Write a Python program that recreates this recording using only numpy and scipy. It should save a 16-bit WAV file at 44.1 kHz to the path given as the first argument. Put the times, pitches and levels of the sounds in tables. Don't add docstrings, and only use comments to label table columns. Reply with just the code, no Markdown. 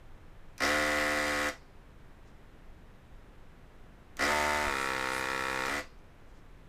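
import sys
import numpy as np
from scipy import signal
from scipy.fft import rfft, irfft
from scipy.io import wavfile

SR = 44100
rng = np.random.default_rng(int(sys.argv[2]) if len(sys.argv) > 2 else 0)


def gain_from_db(level_db):
    decades = np.asarray(level_db, float) / 20
    return 10 ** decades


def pcm_store(signal):
    levels = np.round(np.clip(np.atleast_2d(signal), -1, 1) * 32767)
    wavfile.write(sys.argv[1], SR, levels.astype(np.int16).T)


N = 294720
VALVE_GAP_TURNS = 0.45


def rms_one(x):
    return x / np.sqrt(np.mean(x ** 2) + 1e-20)


def in_time(rows):
    s, *columns = np.transpose(rows)
    return [np.interp(np.arange(N) / SR, s, c) for c in columns]


def coloured(points):
    hz, table = np.fft.rfftfreq(N, 1 / SR) + 1, np.array(points)
    db = np.interp(np.log(hz), np.log(table[:, 0]), table[:, 1], left=-120, right=-120)
    return rms_one(irfft(rfft(rng.standard_normal(N)) * gain_from_db(db), N))


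def lowpassed_noise(hz):
    return rms_one(signal.sosfilt(signal.butter(2, hz, fs=SR, output="sos"), rng.standard_normal(N)))


def band(x, low_hz, high_hz):
    return signal.sosfilt(signal.butter(2, [low_hz, high_hz], "band", fs=SR, output="sos"), x)


def swell(s, half_s, db):
    return gain_from_db(db) * np.exp(-((np.arange(N) / SR - s) / half_s) ** 2)


def stroke(turns, at, sharp):
    return np.exp(-sharp * ((turns - at) % 1))


def pump():
    speed, buzz_db, flow_db, running = motor()
    turns = crank_angle(speed)
    free, covered, sealed = nozzle()
    inlet = stroke(turns, 0, sharp=3.5)
    outlet = stroke(turns, VALVE_GAP_TURNS, sharp=8.0)
    puffs = inlet + (0.6 - 0.2 * sealed) * outlet

    strength = running * gain_from_db(buzz_db + 0.5) / np.sqrt(free ** 2 + covered ** 2 + sealed ** 2)
    slaps = strength * slap_train(turns, speed, jitter_s=0.00003, wobble_db=0.4)
    shaking = slaps + strength * gain_from_db(-17 - 3 * sealed) * turbulence(puffs, speed)
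    buzz = housing_buzz(shaking, free, covered, sealed) + valve_snap(sealed * slaps)

    noises = gain_from_db(buzz_db - 13) * housing_rattle(puffs)
    noises += gain_from_db(flow_db - 14 - 1.5 * covered - 1.7 * sealed) * valve_hiss(puffs, sealed)
    noises += gain_from_db(flow_db - 14.7 - 3.5 * sealed + 1.5 * leak_opening()) * nozzle_air(turns, sealed)
    noises += gain_from_db(flow_db - 27 - 1.5 * covered - 3.7 * sealed) * bearing_whirr(puffs)
    noises += line_sigh() + valve_clatter(turns)
    return buzz, running * noises


# start_s, speed_turns_per_s, buzz_level_db
RUNS = [
    [(0.582, 75, -26), (0.768, 75.4, -28.5), (0.894, 74.6, -29.5), (1.21, 74.4, -30.5),
     (1.352, 73.5, -30.5), (1.48, 73.9, -30.5)],
    [(4.17, 75.2, -26.5), (4.62, 74.5, -31), (4.75, 67.4, -32.7), (4.832, 67, -32.5), (4.962, 65.1, -33),
     (5.128, 64.9, -33.5), (5.306, 66.1, -34), (5.46, 66, -33.5), (5.635, 64.8, -33.5), (5.715, 71, -32),
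     (5.788, 73.0, -33.5)],
]
# after_pull_s, buzz_level_db, airflow_level_db
START = [
    (0, -26, -9),
    (0.013, -21, -49),
    (.024, 0, -4.5),
    (0.034, -2.5, -12),
    (.041, 2.5, -1),
    (.07, 0.22, -0.52),
]
# after_release_s, buzz_level_db, airflow_level_db
STOP = [
    (0, 0.5, 0),
    (0.021, -14.5, -5.5),
    (.034, -14, -52),
    (.078, -26, -34),
]


def motor():
    t = np.arange(N) / SR
    spin_up_s, start_lag_hz, run_down_hz_per_s = 0.035, 26.506, 150
    speed, buzz_db = in_time(sum(RUNS, []))
    flow_db, running = buzz_db.copy(), np.zeros(N)
    for run in RUNS:
        on, off = t - run[0][0], t - run[-1][0]
        live = (on > 0) & (off < STOP[-1][0])
        running += live
        speed -= live * start_lag_hz * np.exp(-np.abs(on) / spin_up_s)
        speed -= live * run_down_hz_per_s * np.maximum(off, 0)
        for since, rows in ((on, START), (off, STOP)):
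            after_s, buzz_change, flow_change = np.transpose(rows)
            buzz_db += live * np.interp(since, after_s, buzz_change)
            flow_db += live * np.interp(since, after_s, flow_change)
    return speed, buzz_db, flow_db, running


def crank_angle(speed):
    rest_turns = 0.78
    turns = np.cumsum(speed) / SR + 0.0015 * lowpassed_noise(5)
    for run in RUNS:
        i = round(run[0][0] * SR)
        turns[i:] += (rest_turns - turns[i]) % 1
    return turns


# start_s, covered_share, sealed_share
NOZZLE = [
    (4.26, 0, 0),
    (4.32, 0.95, 0.0),
    (4.62, 0.95, 0.03),
    (4.73, 0.05, 0.95),
    (5.665, 0.02, 0.97),
    (5.69, 0.1, 0.3),
    (5.72, 0.02, 0.02),
]


def nozzle():
    covered, sealed = np.clip(in_time(NOZZLE), 0, 1)
    return np.clip(1 - covered - sealed, 0, 1), covered, sealed


def slap_train(turns, speed, jitter_s, wobble_db):
    whole = np.arange(1, int(turns[-1]) - 1)
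    chance = rng.standard_normal((600, 2))[:len(whole)]
    at = np.interp(whole, turns, np.arange(N)) + jitter_s * SR * chance[:, 0]
    first, size = at.astype(int), gain_from_db(wobble_db * chance[:, 1])
    early = np.bincount(first, size * (first + 1 - at), N)
    late = np.bincount(first + 1, size * (at - first), N)
    return early + late


def turbulence(puffs, speed):
    rush = (2.5 + puffs) * band(rng.standard_normal(N), 1000, 19000)
    return rms_one(rush) * np.sqrt(speed / SR)


# turn_rate_multiple, level_db
FREE = [(1, -5.5), (2, -16.5), (3, -7.5), (4, 3), (5, -5), (6, -9.5), (7, 6), (8, -11), (9, 4), (10, -5),
        (11, -8), (12, -9), (13, -20), (14, -6), (15, -0.5), (16, -15.5), (17, 1.5), (18, -6), (19, 1),
        (20, -1.5), (21, -13), (22, -6), (23, -5.5), (24, 2), (25, -8), (26, 4.5), (27, 4.5), (28, -4.5),
        (29, -3.5), (30, -36), (31, -4.5), (32, -5.5), (33, -14), (34, -34.5), (35, -14), (36, -22.5)]
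# turn_rate_multiple, level_db
COVERED = [(1, -5), (2, -15), (3, -7), (4, -5.5), (5, -3.5), (6, -12.5), (7, -5), (8, -1), (9, 1.5),
           (10, -5.5), (11, -16), (12, 4.5), (13, -5.5), (14, -8.5), (15, -5), (16, -6), (17, 0), (18, -6),
           (19, -2), (20, -1.5), (21, -12.5), (22, -15), (23, -2.5), (24, -4), (25, -6), (26, -5), (27, 2),
           (28, -6), (29, -5), (30, -11), (31, -6), (32, -27), (33, -15), (34, -9.5), (35, -46), (36, -23)]
# turn_rate_multiple, level_db
SEALED = [(1, -9.5), (2, -9), (3, -9), (4, -6), (5, -3), (6, -6), (7, -1.5), (8, 1.5), (9, -23), (10, -6),
          (11, -26), (12, -3), (13, -5), (14, 2), (15, -3.5), (16, -14), (17, 3), (18, -7.5), (19, -6),
          (20, 6.5), (21, 1), (22, 0.5), (23, -5), (24, -45), (25, -8), (26, -0.5), (27, 0), (28, -0.5),
          (29, 2), (30, -1.5), (31, -1.5), (32, -5.5), (33, -4), (34, -31), (35, -12), (36, -4.5), (37, -3),
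          (38, -2), (39, -15.5), (40, -12)]


def housing_buzz(shaking, free, covered, sealed):
    buzz = housing(free * shaking, FREE, turn_hz=74.4, spread=0.45, split=0.63)
    buzz += housing(covered * shaking, COVERED, turn_hz=74.8, spread=0.061, split=0.75)
    buzz += housing(sealed * shaking, SEALED, turn_hz=65.5, spread=0.065, split=0.82)
    return buzz


def housing(slaps, orders, turn_hz, spread, split, size=8192):
    k, db = np.transpose(orders)
    order = np.fft.rfftfreq(size, 1 / SR) / turn_hz
    tail_db = db[-1] - 2.2 * (order - k[-1])
    level_db = np.where(order <= k[-1], np.interp(order, k, np.maximum(db, -23)), tail_db)
    level_db = np.clip(level_db - 40 * np.clip(0.8 - order, 0, 1), -60, 10)
    cepstrum = irfft(level_db * np.log(10) / 20)
    cepstrum[1:size // 2] *= 2
    cepstrum[size // 2 + 1:] = 0
    low = np.minimum(order, k[-1])
    lag = np.exp(-2j * np.pi * spread * (low - low ** 2 / 2 / k[-1]))
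    gap, split = np.exp(-2j * np.pi * VALVE_GAP_TURNS * order), np.clip(split, 0, 0.9)
    valves = (gap - split) / (1 - split * gap)
    response = irfft(np.exp(rfft(cepstrum)) * lag * valves) * np.hanning(2 * size)[size:] ** 8
    per_turn = np.sqrt(2 * np.sum(gain_from_db(2 * db))) * turn_hz / SR
    return signal.fftconvolve(slaps, response / per_turn)[:N]


def valve_snap(sealed_slaps):
    plate = band(band(sealed_slaps, 3300, 4300), 3200, 4400)
    return gain_from_db(24.5) * (plate + 0.4 * band(sealed_slaps, 4800, 5500))


# pitch_hz, level_db (per Hz)
VALVE_HISS = [(1470, -2.5), (2500, -4), (2740, -4), (3020, 1.5), (3290, -2), (3810, 1), (4300, -5),
              (4790, -4), (5050, -4), (5220, -5.5), (6310, -12.5), (6620, -33), (7000, -27), (9100, -38),
              (15400, -120)]


def valve_hiss(puffs, sealed):
    return rms_one((0.65 - 0.19 * sealed + puffs) * coloured(VALVE_HISS))


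# pitch_hz, level_db (per Hz)
NOZZLE_AIR = [(3530, -3), (6000, -3), (8060, -2), (9580, -7.5), (11100, -9), (13000, -14), (14700, -12),
              (15600, -18)]


def nozzle_air(turns, sealed):
    breath = 0.38 + 0.21 * sealed + stroke(turns, 0.0087, sharp=3.2)
    return rms_one(breath * coloured(NOZZLE_AIR))


def line_sigh():
    filling = sum(swell(run[-1][0] + 0.035, half_s=0.025, db=-75) for run in RUNS)
    return filling * coloured(NOZZLE_AIR)


# pitch_hz, level_db (per Hz)
HOUSING_NOISE = [(250, -16), (500, -15), (900, -4), (1600, -1), (2300, -5), (2900, -9), (3600, -28)]


def housing_rattle(puffs):
    return rms_one((0.18 + puffs) * coloured(HOUSING_NOISE))


def bearing_whirr(puffs):
    return rms_one(band((0.5 + puffs) * rng.standard_normal(N), 4840, 4960))


def valve_clatter(turns):
    clatter = rms_one(band(stroke(turns, 0.02, sharp=1.8) * rng.standard_normal(N), 4500, 5800))
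    levels_db = (-38, -42)
    return clatter * sum(swell(run[0][0] + 0.064, 0.034, db) for run, db in zip(RUNS, levels_db))


# start_s (centre), half_length_s, pitch_hz, slide_hz_per_s, level_db
LEAK = [
    (4.818, 0.051, 8750, 3500, -50),
    (5.156, 0.064, 9660, 21200, -48),
]


def leak_opening():
    return sum(swell(s, half_s, 0) for s, half_s, *_ in LEAK)


def leak():
    t, whistle = np.arange(N) / SR, np.zeros(N)
    for s, half_s, hz, slide, db in LEAK:
        cycles = (hz + slide / 2 * (t - s)) * (t - s)
        whistle += swell(s, half_s, db) * np.sin(2 * np.pi * cycles)
    return lowpassed_noise(1500) * whistle


# start_s, level_db, t60_s
COASTS = [
    (1.5, -67, 0.78),
    (5.81, -65.5, 0.59),
]


def coasting():
    t = np.arange(N) / SR
    fade = sum((t > s) * gain_from_db(db - 60 * np.abs(t - s) / t60) for s, db, t60 in COASTS)
    return fade * rms_one(band(rng.standard_normal(N), 3900, 5300))


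# start_s, level_db (peak)
CLICKS = [
    (0.5799, -34),
    (1.4883, -24),
    (4.1691, -31),
    (4.681, -38),
    (5.6594, -27),
    (5.79, -31.5),
    (5.9898, -61),
]
# pitch_hz, level_db, t60_s
TRIGGER = [(2540, -11, 0.006), (4400, -9, 0.005), (5900, -3.5, 0.0045), (7800, -7, 0.0021),
           (10750, -12, 0.003), (13500, -16, .003)]


def trigger():
    out, force = np.zeros(N), np.zeros(N)
    crackle = rng.standard_normal((len(CLICKS), 200)) * np.exp(-np.arange(200) / 60.0)
    for (s, db), burst in zip(CLICKS, crackle):
        start = round(s * SR)
        force[start:start + 200] += gain_from_db(db - 14) * burst
    for hz, db, t60 in TRIGGER:
        r, w = gain_from_db(-60 / (t60 * SR)), 2 * np.pi * hz / SR
        out += gain_from_db(db) * signal.lfilter([0, np.sin(w)], [1, -2 * r * np.cos(w), r * r], force + 1e-18)
    return out


# start_s (centre), half_length_s, level_db
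RUSTLES = [
    (2.282, .03, -74),
    (6.3, 0.022, -77),
    (6.37, 0.038, -75),
]
# start_s (centre), half_length_s, level_db
BUMP = (4.69, .05, -43)


def handling():
    brushing = sum(swell(*row) for row in RUSTLES) * rms_one(band(rng.standard_normal(N), 3800, 7300))
    return brushing + swell(*BUMP) * rms_one(band(rng.standard_normal(N), 12, 50))


def room(x):
    t60_s, wet_db = 0.22, -7
    t = np.arange(SR // 2) / SR
    tail = rng.standard_normal(len(t)) * gain_from_db(-60 * t / t60_s) * (t > 0.006)
    tail = signal.sosfilt(signal.butter(1, 6000, fs=SR, output="sos"), tail)
    return gain_from_db(wet_db) * signal.fftconvolve(x, tail / np.sqrt(np.sum(tail ** 2)))[:N]


# pitch_hz, level_db (per Hz)
ROOM_TONE = [(8.8, -14), (15, 0.5), (87, -15), (171, -18.5), (226, -21.5), (369, -24.5), (511, -26),
             (588, -28), (1720, -33), (4000, -45.5), (5200, -57), (8800, -120)]
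# pitch_hz, level_db (per Hz)
MIC_HISS = [(2350, -50), (4000, -13), (5050, 0), (5530, -0.5), (14500, -8), (15600, -12)]


def background():
    return gain_from_db(-51) * coloured(ROOM_TONE) + gain_from_db(-79) * coloured(MIC_HISS)


def scene():
    buzz, noises = pump()
    noises = noises + leak() + trigger() + coasting()
    echo = room(gain_from_db(-15) * buzz + noises)
    return (buzz + noises + echo + handling() + background())[None]


def top_cut(x):
    return signal.sosfilt(signal.butter(12, 15740, fs=SR, output="sos"), x)


def record(dry):
    notched = dry - 0.7 * band(dry, 7000, 7200)
    limited = signal.sosfilt(signal.ellip(10, 0.5, 60, 15500, fs=SR, output="sos"), notched)
    return top_cut(0.2 * np.tanh(limited / 0.2))


dry = scene()
out = record(dry)
pcm_store(out)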